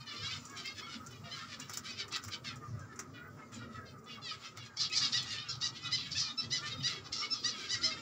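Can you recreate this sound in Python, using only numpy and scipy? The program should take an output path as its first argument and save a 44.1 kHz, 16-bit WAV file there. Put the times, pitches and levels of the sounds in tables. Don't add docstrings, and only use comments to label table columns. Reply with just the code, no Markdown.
import sys
import numpy as np
from scipy import signal
from scipy.fft import rfft, irfft, next_fast_len
from scipy.io import wavfile
from scipy.ndimage import uniform_filter1d, map_coordinates

SR = 44100
rng = np.random.default_rng(int(sys.argv[2]) if len(sys.argv) > 2 else 0)


def gain_from_db(level_db):
    decades = np.asarray(level_db, float) / 20
    return 10 ** decades


def wav_out(sig):
    wavfile.write(sys.argv[1], SR, np.round(np.clip(np.atleast_2d(sig).T, -1, 1) * 32767).astype(np.int16))


N = 353241


def unit(x):
    return x / np.sqrt(np.mean(x ** 2) + 1e-20)


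def along(points, hz):
    f, v = np.transpose(points)
    return np.interp(np.log(hz + 1), np.log(f + 1), v)


def curves(rows):
    s, *cols = np.transpose(rows)
    return [np.interp(np.arange(N) / SR, s, c) for c in cols]


def wobble(rate_hz, size=N):
    knots = rng.standard_normal(int(size * rate_hz / SR) + 4)
    return map_coordinates(knots, [np.arange(size) * rate_hz / SR])


def filtered(x, response):
    m = next_fast_len(x.shape[-1] + 4096)
    return irfft(rfft(x, m) * response(np.fft.rfftfreq(m, 1 / SR)), m)[..., :x.shape[-1]]


def add(track, s, sound):
    start = max(round(s * SR), 0)
    track[start:start + len(sound)] += sound[:len(track) - start]


def patches(x, patchy_db):
    z = signal.stft(x, nperseg=2048)[2]
    field = uniform_filter1d(uniform_filter1d(rng.standard_normal(z.shape), 3, 0), 4, 1)
    return signal.istft(z * gain_from_db(patchy_db * unit(field)), nperseg=2048)[1][:N]


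def rush(spectrum, patchy_db):
    x = patches(rng.standard_normal(N), patchy_db)
    return unit(filtered(x, lambda hz: gain_from_db(along([(15, -120)] + spectrum + [(22000, -120)], hz))))


def beak(hz, centre_hz, octaves, skirt_db):
    hump = np.exp(-.5 * (np.log2((hz + 1) / centre_hz) / octaves) ** 2)
    bass_shut = 1 + (1600 / (hz + 1)) ** 6
    top_shut = 1 + (hz / 7000) ** 3.3
    return hump + gain_from_db(skirt_db) / bass_shut / top_shut


def voiced(pitch_hz, centre_hz, octaves, skirt_db, jitter, rough, flicker_db=2.7):
    size = len(pitch_hz)
    order = np.arange(1, 13500 // pitch_hz.max())[:, None]
    cycles = np.cumsum(pitch_hz * (1 + jitter * wobble(149.96, size=size))) / SR
    total = len(order) * size
    knots = gain_from_db(flicker_db * rng.standard_normal(total // 700 + 2))
    flicker = np.interp(np.arange(total) / 700, np.arange(len(knots)), knots).reshape(-1, size)
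    strength = beak(order * pitch_hz.mean(), centre_hz, octaves, skirt_db) * flicker
    phase = order * cycles + rng.random(order.shape)
    stack = np.sum(strength * np.sin(2 * np.pi * phase), axis=0)
    return unit(stack * (1 + rough * wobble(850, size=size)) / np.sqrt(1 + rough ** 2))


# t/s, traffic level/dB, building hum level/dB
TOWN_LEVELS = [(0.0, -58, -66), (0.15, -70, -60), (0.24, -50.5, -60), (0.27, -58, -60.5),
               (2.54, -57.5, -58.5), (2.76, -49, -58.5), (2.92, -57.5, -57), (3.4, -56.5, -57.5),
               (3.6, -56.5, -54), (4.77, -62, -62), (4.86, -48, -63), (4.9, -57.5, -59), (6.15, -51.5, -61),
               (6.21, -53, -64), (6.37, -66, -62.5), (6.46, -51.5, -57.5), (7.31, -59, -58),
               (8.0, -57.5, -55)]
# t/s, level/dB
CHORUS_LEVELS = [
    (0, -86.5),
    (.33, -78),
    (3.76, -89.5),
    (4.7, -82.5),
    (5.03, -63.5),
    (5.46, -79),
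    (6.4, -74.5),
    (7.1, -76),
    (8, -71.5),
]
# t/s, level over the hiss base/dB
HISS_LEVELS = [
    (0, 4),
    (.7, 8),
    (1.3, 5),
    (2.3, 6),
    (2.9, 2),
    (4.6, 2),
    (5.2, 0.5),
    (7, 2.5),
    (8, 1),
]
# f/Hz, density/dB per Hz
TRAFFIC_SPECTRUM = [(30, -23), (60, -15), (100, 5.5), (140, 5), (185, -7.5), (300, -26)]
HUM_SPECTRUM = [(150, -29.5), (232, 0), (300, -11), (450, -12.5), (650, -20), (1000, -52)]
DRONE_SPECTRUM = [(500, -27.5), (800, -10.5), (1130, -9), (1260, -6), (1400, -12.5), (1900, -17),
                  (2600, -20.5), (4000, -51)]
CHORUS_SPECTRUM = [(1500, -18), (2500, 7.5), (4000, 6.5), (7000, 15.5), (9000, 5), (12000, -9)]
SELF_SPECTRUM = [(8000, -4), (10000, -3.5), (15500, -11.5)]
DRONE_DB, DRONE_FOLLOWS = -62, 0.25
SELF_DB = -66


def town():
    traffic_db, hum_db = curves(TOWN_LEVELS)
    chorus_db, = curves(CHORUS_LEVELS)
    hiss_db, = curves(HISS_LEVELS)
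    drone_db = DRONE_DB + DRONE_FOLLOWS * (chorus_db - chorus_db.mean())
    traffic = gain_from_db(traffic_db + 2.1 * wobble(17)) * rush(TRAFFIC_SPECTRUM, patchy_db=3.1)
    hum = gain_from_db(hum_db) * rush(HUM_SPECTRUM, patchy_db=4.2)
    drone = gain_from_db(drone_db - 3 + 2.6 * wobble(22)) * rush(DRONE_SPECTRUM, patchy_db=3.6)
    hiss = gain_from_db(SELF_DB + hiss_db + 1.2 * wobble(11)) * rush(SELF_SPECTRUM, patchy_db=7.0)
    chorus = gain_from_db(chorus_db + 19 + 2.6 * wobble(9)) * rush(CHORUS_SPECTRUM, patchy_db=4.5)
    return traffic + hum + drone + hiss + chorus


# t/s, length/s, first f/Hz, last f/Hz, level/dB
LOW_NOTES = [(0.204, .12, 523, 596, -46), (0.293, 0.072, 506, 530.6, -47), (0.63, 0.099, 518, 555, -48.5),
             (1.091, 0.097, 508, 476, -63), (1.235, 0.06, 482, 459, -57), (1.511, 0.043, 499, 478, -60),
             (1.879, 0.074, 514, 491, -53.5), (1.944, 0.083, 519, 523, -54),
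             (4.056, 0.08, 494.6, 507, -58.5), (4.428, 0.061, 516, 524, -54), (5.712, 0.095, 469, 511, -59),
             (5.749, 0.0473, 532, 543, -54), (5.795, .13, 513.6, 484, -49.5),
             (6.69, 0.071, 540, 528, -48.5), (7.055, 0.024, 498, 503, -58.5), (7.957, 0.073, 457, 465, -54),
             (3.845, 0.076, 544, 510, -62)]
HIGH_NOTES = [(0, 0.042, 623, 610, -55.5), (0.054, 0.092, 604, 570, -51.5), (0.146, 0.096, 611, 592, -51.5),
              (0.911, 0.064, 564, 577, -59), (1.393, 0.15, 571, 543, -68), (1.608, 0.03, 567, 569, -52.5),
              (1.824, 0.049, 603, 564, -70), (2.446, 0.069, 561, 485.6, -50), (4.077, 0.1, 586, 547, -54.5),
              (4.214, 0.13, 721, 558, -47.5), (4.576, 0.072, 587, 550, -55.5),
              (5.345, 0.099, 591, 625, -48.5), (5.432, 0.065, 567, 542, -56),
              (6.227, 0.091, 617, 593, -50.5), (6.419, 0.052, 635, 680, -54.5),
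              (6.93, 0.073, 564, 544, -55), (7.114, 0.061, 687, 716, -51.5), (7.236, 0.04, 574, 572, -52),
              (7.508, 0.058, 588, 537, -50.5), (7.613, 0.081, 569, 514, -54)]
# t/s, length/s, first f/Hz, last f/Hz, level/dB
RISERS = [
    (4.765, .045, 1066, 1194, -46.5),
    (4.926, 0.051, 1060, 1188, -43.5),
    (6.615, 0.0578, 587, 602, -53),
]
# t/s, length/s, f/Hz, level/dB,
# strongest partial
FLAT_NOTES = [(0.469, 0.141, 560, -63.5, 2.26), (0.509, 0.113, 712, -71, 0.74), (1.23, 0.064, 702, -63, 0.48),
              (3.132, 0.067, 495.5, -59, 4.8), (3.378, 0.066, 439, -65, 3.6), (3.581, 0.0843, 483, -61, 4.5),
              (4.8, 0.06, 990, -61.5, 11), (5.005, 0.06, 574, -47, 4), (0.079, 0.147, 599, -68.5, 1.5),
              (1.835, 0.031, 590, -54, 11), (7.84, 0.09, 650, -62, 1.2), (5.3, 0.0443, 720, -44, 6.3),
              (6.05, 0.0475, 570, -51, 4.9), (6.2, .022, 560, -45, 8.4), (7.895, 0.06, 540, -48, 5.8),
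              (7.2, 0.069, 1200, -63, 1.43), (2.785, 0.035, 1290, -68, 0.8), (7.74, 0.05, 540, -55.5, 4),
              (4.31, 0.017, 1300, -57.5, 0.89)]
LOW_PARTIAL, HIGH_PARTIAL, RISER_PARTIAL = 6.41, 5.5, 3.56
FLAT_SAG = 0.0309


def stacks():
    out = np.zeros(N)
    notes = [(*row, LOW_PARTIAL) for row in LOW_NOTES]
    notes += [(*row, HIGH_PARTIAL) for row in HIGH_NOTES]
    notes += [(*row, RISER_PARTIAL) for row in RISERS]
    for s, length, hz, db, partial in FLAT_NOTES:
        notes.append((s, length, hz, hz * (1 - FLAT_SAG), db, partial))
    for s, length, first_hz, last_hz, db, partial in notes:
        beak_hz = partial * (first_hz + last_hz) / 2
        u = np.linspace(0, 1.25, round(1.25 * length * SR))
        glide_hz = first_hz + (last_hz - first_hz) * u
        pitch_hz = glide_hz * (1 - 0.044 * np.exp(-u / 0.083) - 0.0145 * u ** 4)
        swell = np.abs(np.sin(np.pi * (u / 1.144) ** 0.8)) ** 1.3
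        voice = voiced(pitch_hz, beak_hz, octaves=.6, skirt_db=-24, jitter=.006, rough=.32, flicker_db=4.6)
        add(out, s, gain_from_db(db + 6.0) * swell * voice)
    return out


DISTANT_COUNT, DISTANT_DB, DISTANT_BEAK_HZ = 44, -67, 1500


def distant():
    out = np.zeros(N)
    for when, long, pitch, glide, loud in rng.random((DISTANT_COUNT, 5)):
        u = np.linspace(0, 1, round((.04 + .08 * long) * SR))
        pitch_hz = (430 + 250 * pitch) * (1 + (.24 * glide - .12) * u)
        voice = voiced(pitch_hz, DISTANT_BEAK_HZ, octaves=.3, skirt_db=-30, jitter=.008, rough=.4,
                       flicker_db=5)
        add(out, when * N / SR, gain_from_db(DISTANT_DB + 8 * loud) * np.sin(np.pi * u) * voice)
    return out


# peak t/s, rise/s, fall/s, level/dB
FAR_RASPS = [(0.144, 0.049, 0.07, -47.5), (0.26, 0.04, 0.094, -49), (.357, 0.032, 0.03, -44),
             (.581, 0.019, 0.043, -40.5), (0.796, 0.032, 0.015, -41), (.947, 0.071, 0.022, -44),
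             (1.395, 0.082, 0.056, -45.5), (1.546, 0.051, 0.016, -44), (1.607, 0.024, 0.078, -51.5),
             (1.741, 0.015, 0.036, -45), (1.868, 0.021, 0.058, -41.5), (2.007, .023, 0.022, -35.5),
             (2.16, 0.029, 0.013, -32), (2.341, 0.021, 0.014, -34.5), (2.449, 0.0053, 0.019, -45.5),
             (2.48, 0.024, 0.04, -41.5), (2.798, 0.011, 0.021, -71), (2.932, 0.02, 0.011, -60),
             (3.199, 0.017, 0.017, -79), (3.542, 0.015, 0.072, -50.5), (3.759, .044, 0.027, -55),
             (4.349, 0.038, 0.01, -46.5), (4.467, 0.06, 0.016, -48.5), (4.579, 0.012, 0.016, -47),
             (4.664, 0.027, 0.021, -47), (5.345, 0.093, 0.038, -38.5), (6.676, 0.025, 0.025, -37.5),
             (6.887, 0.021, 0.06, -35), (7.609, 0.048, 0.066, -40.5), (7.951, 0.04, 0.13, -62)]
# peak t/s, rise/s, fall/s, level/dB, beak f/Hz
NEAR_RASPS = [(4.813, 0.018, 0.035, -28, 4660), (4.859, 0.033, 0.018, -34, 4150),
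              (4.975, 0.023, 0.033, -26, 5030), (5.053, 0.023, 0.027, -30, 4230),
              (5.132, 0.0082, 0.013, -29, 4700), (5.172, 0.0074, 0.046, -31, 3970),
              (5.504, 0.016, 0.053, -38.5, 4460), (5.619, 0.0083, 0.012, -33.5, 4970),
              (5.67, 0.037, .023, -34, 5050), (5.772, 0.026, 0.017, -47, 4000),
              (5.974, 0.032, 0.053, -37.5, 4260), (5.999, 0.03, 0.071, -40.5, 3300),
              (6.123, 0.01, 0.022, -34.5, 4830), (6.197, 0.03, 0.061, -29.5, 4730),
              (6.438, 0.029, 0.022, -43, 4250), (6.571, .036, 0.028, -34.5, 4620),
              (7.061, 0.019, 0.024, -47, 4700), (7.135, 0.011, 0.095, -36.5, 4800),
              (7.258, 0.061, 0.011, -41, 4530), (7.358, 0.031, 0.057, -40, 4300),
              (7.501, 0.02, 0.017, -34, 4930), (7.745, 0.048, 0.033, -36.5, 5030),
              (7.867, 0.029, 0.037, -34, 4820)]
# peak t/s, rise/s, fall/s, level/dB, beak f/Hz
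SQUEAKS = [
    (0.458, .005, .025, -56, 6840),
    (1.071, 0.017, 0.073, -56, 5770),
    (1.696, 0.011, .033, -47, 5700),
    (2.125, 0.0064, .007, -42, 5100),
    (2.243, 0.021, .043, -45, 6100),
    (2.699, .052, 0.038, -61, 5960),
    (2.81, .015, .02, -60, 5950),
    (3.545, .015, 0.028, -46, 7100),
    (4.773, .004, 0.012, -36, 5250),
]
FAR_BEAK_HZ, NEAR_OCTAVES, SQUEAK_OCTAVES = 3740, 0.31, 0.17
FAR_OCTAVES, NARROWS = 0.78, 0.03


def rasps():
    out = np.zeros(N)
    calls = []
    for row in FAR_RASPS:
        octaves = FAR_OCTAVES * np.clip(1 - NARROWS * (row[3] + 45), .5, 1.3)
        calls.append((*row, FAR_BEAK_HZ, octaves))
    calls += [(*row, NEAR_OCTAVES) for row in NEAR_RASPS]
    calls += [(*row, SQUEAK_OCTAVES) for row in SQUEAKS]
    for s, rise, fall, db, beak_hz, octaves in calls:
        t = np.arange(-round(1.8 * rise * SR), round(3 * fall * SR)) / SR
        pitch_hz = rng.uniform(500, 900) * (1 - .8 * t)
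        shaky = voiced(pitch_hz, beak_hz, 1.2 * octaves, skirt_db=-20, jitter=.022, rough=.55)
        flow = gain_from_db(0.56 * wobble(506, size=len(t))) * rng.standard_normal(len(t))
        hoarse = unit(filtered(flow, lambda hz: beak(hz, beak_hz, octaves, skirt_db=-16)))
        voice = gain_from_db(-1.2) * shaky + gain_from_db(-7) * hoarse
        swell = gain_from_db(-9 * np.where(t < 0, np.abs(t / rise) ** 1.7, np.abs(t / fall) ** 1.38))
        add(out, s + t[0], gain_from_db(db - 0.5) * swell * voice)
    return out


# t/s, peak level/dB, frame knock level/dB, mesh rattle level/dB
TICKS = [(0.452, -74, -14, 15.5), (0.497, -79.5, -18, 17), (0.572, -77, -4, 14), (0.6567, -65, -9, -4),
         (1.063, -69.5, -1, 7), (1.11, -71, -4, -11), (1.5972, -66.5, 5, 9.5), (1.695, -57, 4, -2),
         (1.7342, -51.5, -9, -14), (1.771, -51.5, -7, -3), (2.0804, -67.5, 4, 1), (2.122, -71.5, 16, 13.5),
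         (2.16, -60.5, 7, 3.5), (2.2379, -57, -3.5, -7), (2.2796, -61, 5.5, -11), (2.5572, -72.5, -14, 5.5),
         (2.445, -79, 13, 4), (1.905, -74, -5, 2), (2.958, -85, 15, 18), (2.991, -60.5, 8, 6.5),
         (3.52, -76, 12, 7), (2.793, -82, 7, 12), (3.9823, -85.5, -7, 10.5), (4.042, -90.5, -11, 15.5),
         (4.571, -69, 2, 1), (5.225, -69, -2, 9), (4.896, -74, -5, 9)]
WIRE_HZ = [5700, 6200, 7130]
WIRE_DB = -2


def ticks():
    out = np.zeros(N)
    t = np.arange(SR // 8) / SR
    for s, db, knock_db, rattle_db in TICKS:
        a, b, c = rng.standard_normal((3, len(t))) * gain_from_db(2.3 * wobble(335, size=len(t)))
        snap = unit(filtered(a, lambda hz: beak(hz, 8600, 0.59, skirt_db=-30)))
        snap *= gain_from_db(22.5 - 60 * t / 0.078)
        rattle = unit(filtered(b, lambda hz: beak(hz, 7300, 0.28, skirt_db=-51.0)))
        rattle *= gain_from_db(rattle_db + 21.0 - 60 * t / 0.091)
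        ring = np.sin(2 * np.pi * np.outer(WIRE_HZ, t)).T @ gain_from_db(rng.normal(0, 5.5, len(WIRE_HZ)))
        rattle += ring * gain_from_db(rattle_db + 13.5 + WIRE_DB - 60 * t / 0.045)
        knock = unit(filtered(c, lambda hz: beak(hz, 1520, 0.83, skirt_db=-57)))
        knock *= gain_from_db(knock_db + 7.0 - 60 * t / 0.11)
        onset = 1 - np.exp(-t / .0006)
        add(out, s, gain_from_db(db) * (snap + rattle + knock) * onset)
    return out


# t/s, length/s, top f/Hz, level/dB, strongest partial
ARCHES = [(0.803, 0.076, 1110, -53.5, 2.45), (1.297, 0.0626, 1041, -47, 3.6),
          (4.912, 0.0423, 1028, -41.5, 4.5), (5.003, 0.0495, 954, -38, 4.7), (5.122, 0.067, 975, -35, 4.4),
          (5.603, 0.075, 972, -39, 4.5), (5.907, 0.0606, 1027, -35, 3.92), (6.141, 0.044, 887, -39.5, 3.73),
          (6.498, 0.077, 1015, -36.5, 4.4), (6.82, 0.0733, 982, -36.5, 4.64),
          (7.119, 0.0226, 1084, -42.5, 4.4), (7.203, 0.063, 745, -46.5, 3.3),
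          (7.426, 0.0746, 976, -36, 4.84), (7.681, 0.08, 998, -37, 4.97), (7.807, 0.084, 1042, -35.5, 4.55)]
# t/s, length/s, f/Hz, level/dB, strongest partial
BEEPS = [
    (4.893, 0.061, 1274, -48, 2.34),
    (5.483, 0.031, 1365, -41, 4.3),
    (5.838, 0.045, 1266, -46.5, 2.5),
    (6.276, 0.047, 1232, -48.5, 3.26),
    (6.765, 0.054, 1240, -50.5, 3.35),
    (6.8, 0.036, 1024, -53, 3),
    (6.37, 0.051, 1327, -39.5, 3.66),
    (7.147, 0.099, 1367, -47, 4.16),
    (7.297, 0.058, 1332, -38.5, 4.06),
]
ARCH_RISE, ARCH_SAG, BEEP_BEND = .1, .06, .12
HOARSE_UNTIL, HOARSE_DB = -.5, -5


def arches():
    out = np.zeros(N)
    calls = [(*row, 1) for row in ARCHES] + [(*row, BEEP_BEND) for row in BEEPS]
    for s, length, top_hz, db, partial, depth in calls:
        u = np.linspace(-1, 1.2, round(1.1 * length * SR))
        scoop = ARCH_RISE * (1 - np.exp(-(u / .45) ** 2))
        bend = depth * np.where(u < 0, scoop, ARCH_SAG * u * u)
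        body = .35 + .65 * np.abs(1 - (u / 1.2) ** 2) ** 1.8
        swell = np.minimum(2.4 * (1 + u), 1) * body * np.minimum(2 * (1.2 - u), 1)
        rough = .2 + 1.4 * np.abs(u) ** 2.6
        voice = voiced(top_hz * (1 - bend), partial * top_hz, octaves=0.14 + 0.2 * depth,
                       skirt_db=-15.5 + 6.4 * depth, jitter=0.0055, rough=rough)
        noise = rng.standard_normal(len(u))
        breath = unit(filtered(noise, lambda hz: beak(hz, 4400, .4, skirt_db=-22)))
        hoarse = depth / (1 + np.exp((u - HOARSE_UNTIL) / .1))
        call = (1 - hoarse) * voice + gain_from_db(HOARSE_DB) * hoarse * breath
        add(out, s, gain_from_db(db + 6.0) * swell * call)
    return out


# f/Hz, t60/s
WALL_DECAY = [(500, 0.25), (4000, 0.15), (10000, 0.0041)]


def shed(x):
    hz, t, z = signal.stft(rng.standard_normal(SR // 3), SR, nperseg=256)
    decay = gain_from_db(-60 * t / along(WALL_DECAY, hz)[:, None])
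    tail = signal.istft(z * decay, SR, nperseg=256)[1]
    return signal.fftconvolve(np.pad(x, (200, 0)), tail / np.linalg.norm(tail))[:N]


# f/Hz, side level below middle/dB
SIDE_SPECTRUM = [(30, -24), (80, -42), (250, -32), (1000, -30), (2500, -40), (5000, -44), (9000, -19),
                 (14000, -14)]


def scene():
    wall_db, back_db = -11, 4
    background = town()
    far = stacks() + distant()
    near = rasps() + ticks() + arches()
    mid = near + far + gain_from_db(wall_db) * shed(near + gain_from_db(back_db) * far) + background
    smear = patches(shed(mid), patchy_db=7.5) * gain_from_db(4.0 * wobble(14) - 3.0)
    side = filtered(smear, lambda hz: gain_from_db(along(SIDE_SPECTRUM, hz)))
    return np.array([mid + side, mid - side])


QUIET_DB, DUCK, DUCK_MAX_DB = -9, 0.29, -11


def suppressed(x):
    treble = filtered(x, lambda hz: 1 / (1 + (2400 / (hz + 1)) ** 4))
    power = treble.mean(0) ** 2
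    now, recent = (np.abs(uniform_filter1d(power, round(s * SR))) + 1e-14 for s in (.02, .35))
    over_db = 10 * np.log10(now / recent) - QUIET_DB
    duck_db = np.clip(DUCK * over_db, DUCK_MAX_DB, 0)
    return x + (gain_from_db(duck_db) - 1) * treble


def top_cut(x):
    return signal.sosfilt(signal.butter(12, 16260, fs=SR, output="sos"), x)


# f/Hz, level/dB
MIC_COLOUR = [(1050, 1), (1260, 11), (1550, 1.5), (2000, 3), (2600, -3), (5300, -1), (6250, -6.5),
              (6620, -11.5), (7100, -5.5), (8500, -21), (13400, -21), (15100, -3.5), (15700, -4)]
TOP_HZ = 15750


def record(dry):
    x = filtered(dry, lambda hz: gain_from_db(along(MIC_COLOUR, hz)) * (hz < TOP_HZ))
    return top_cut(suppressed(x))


dry = scene()
out = record(dry)
wav_out(out)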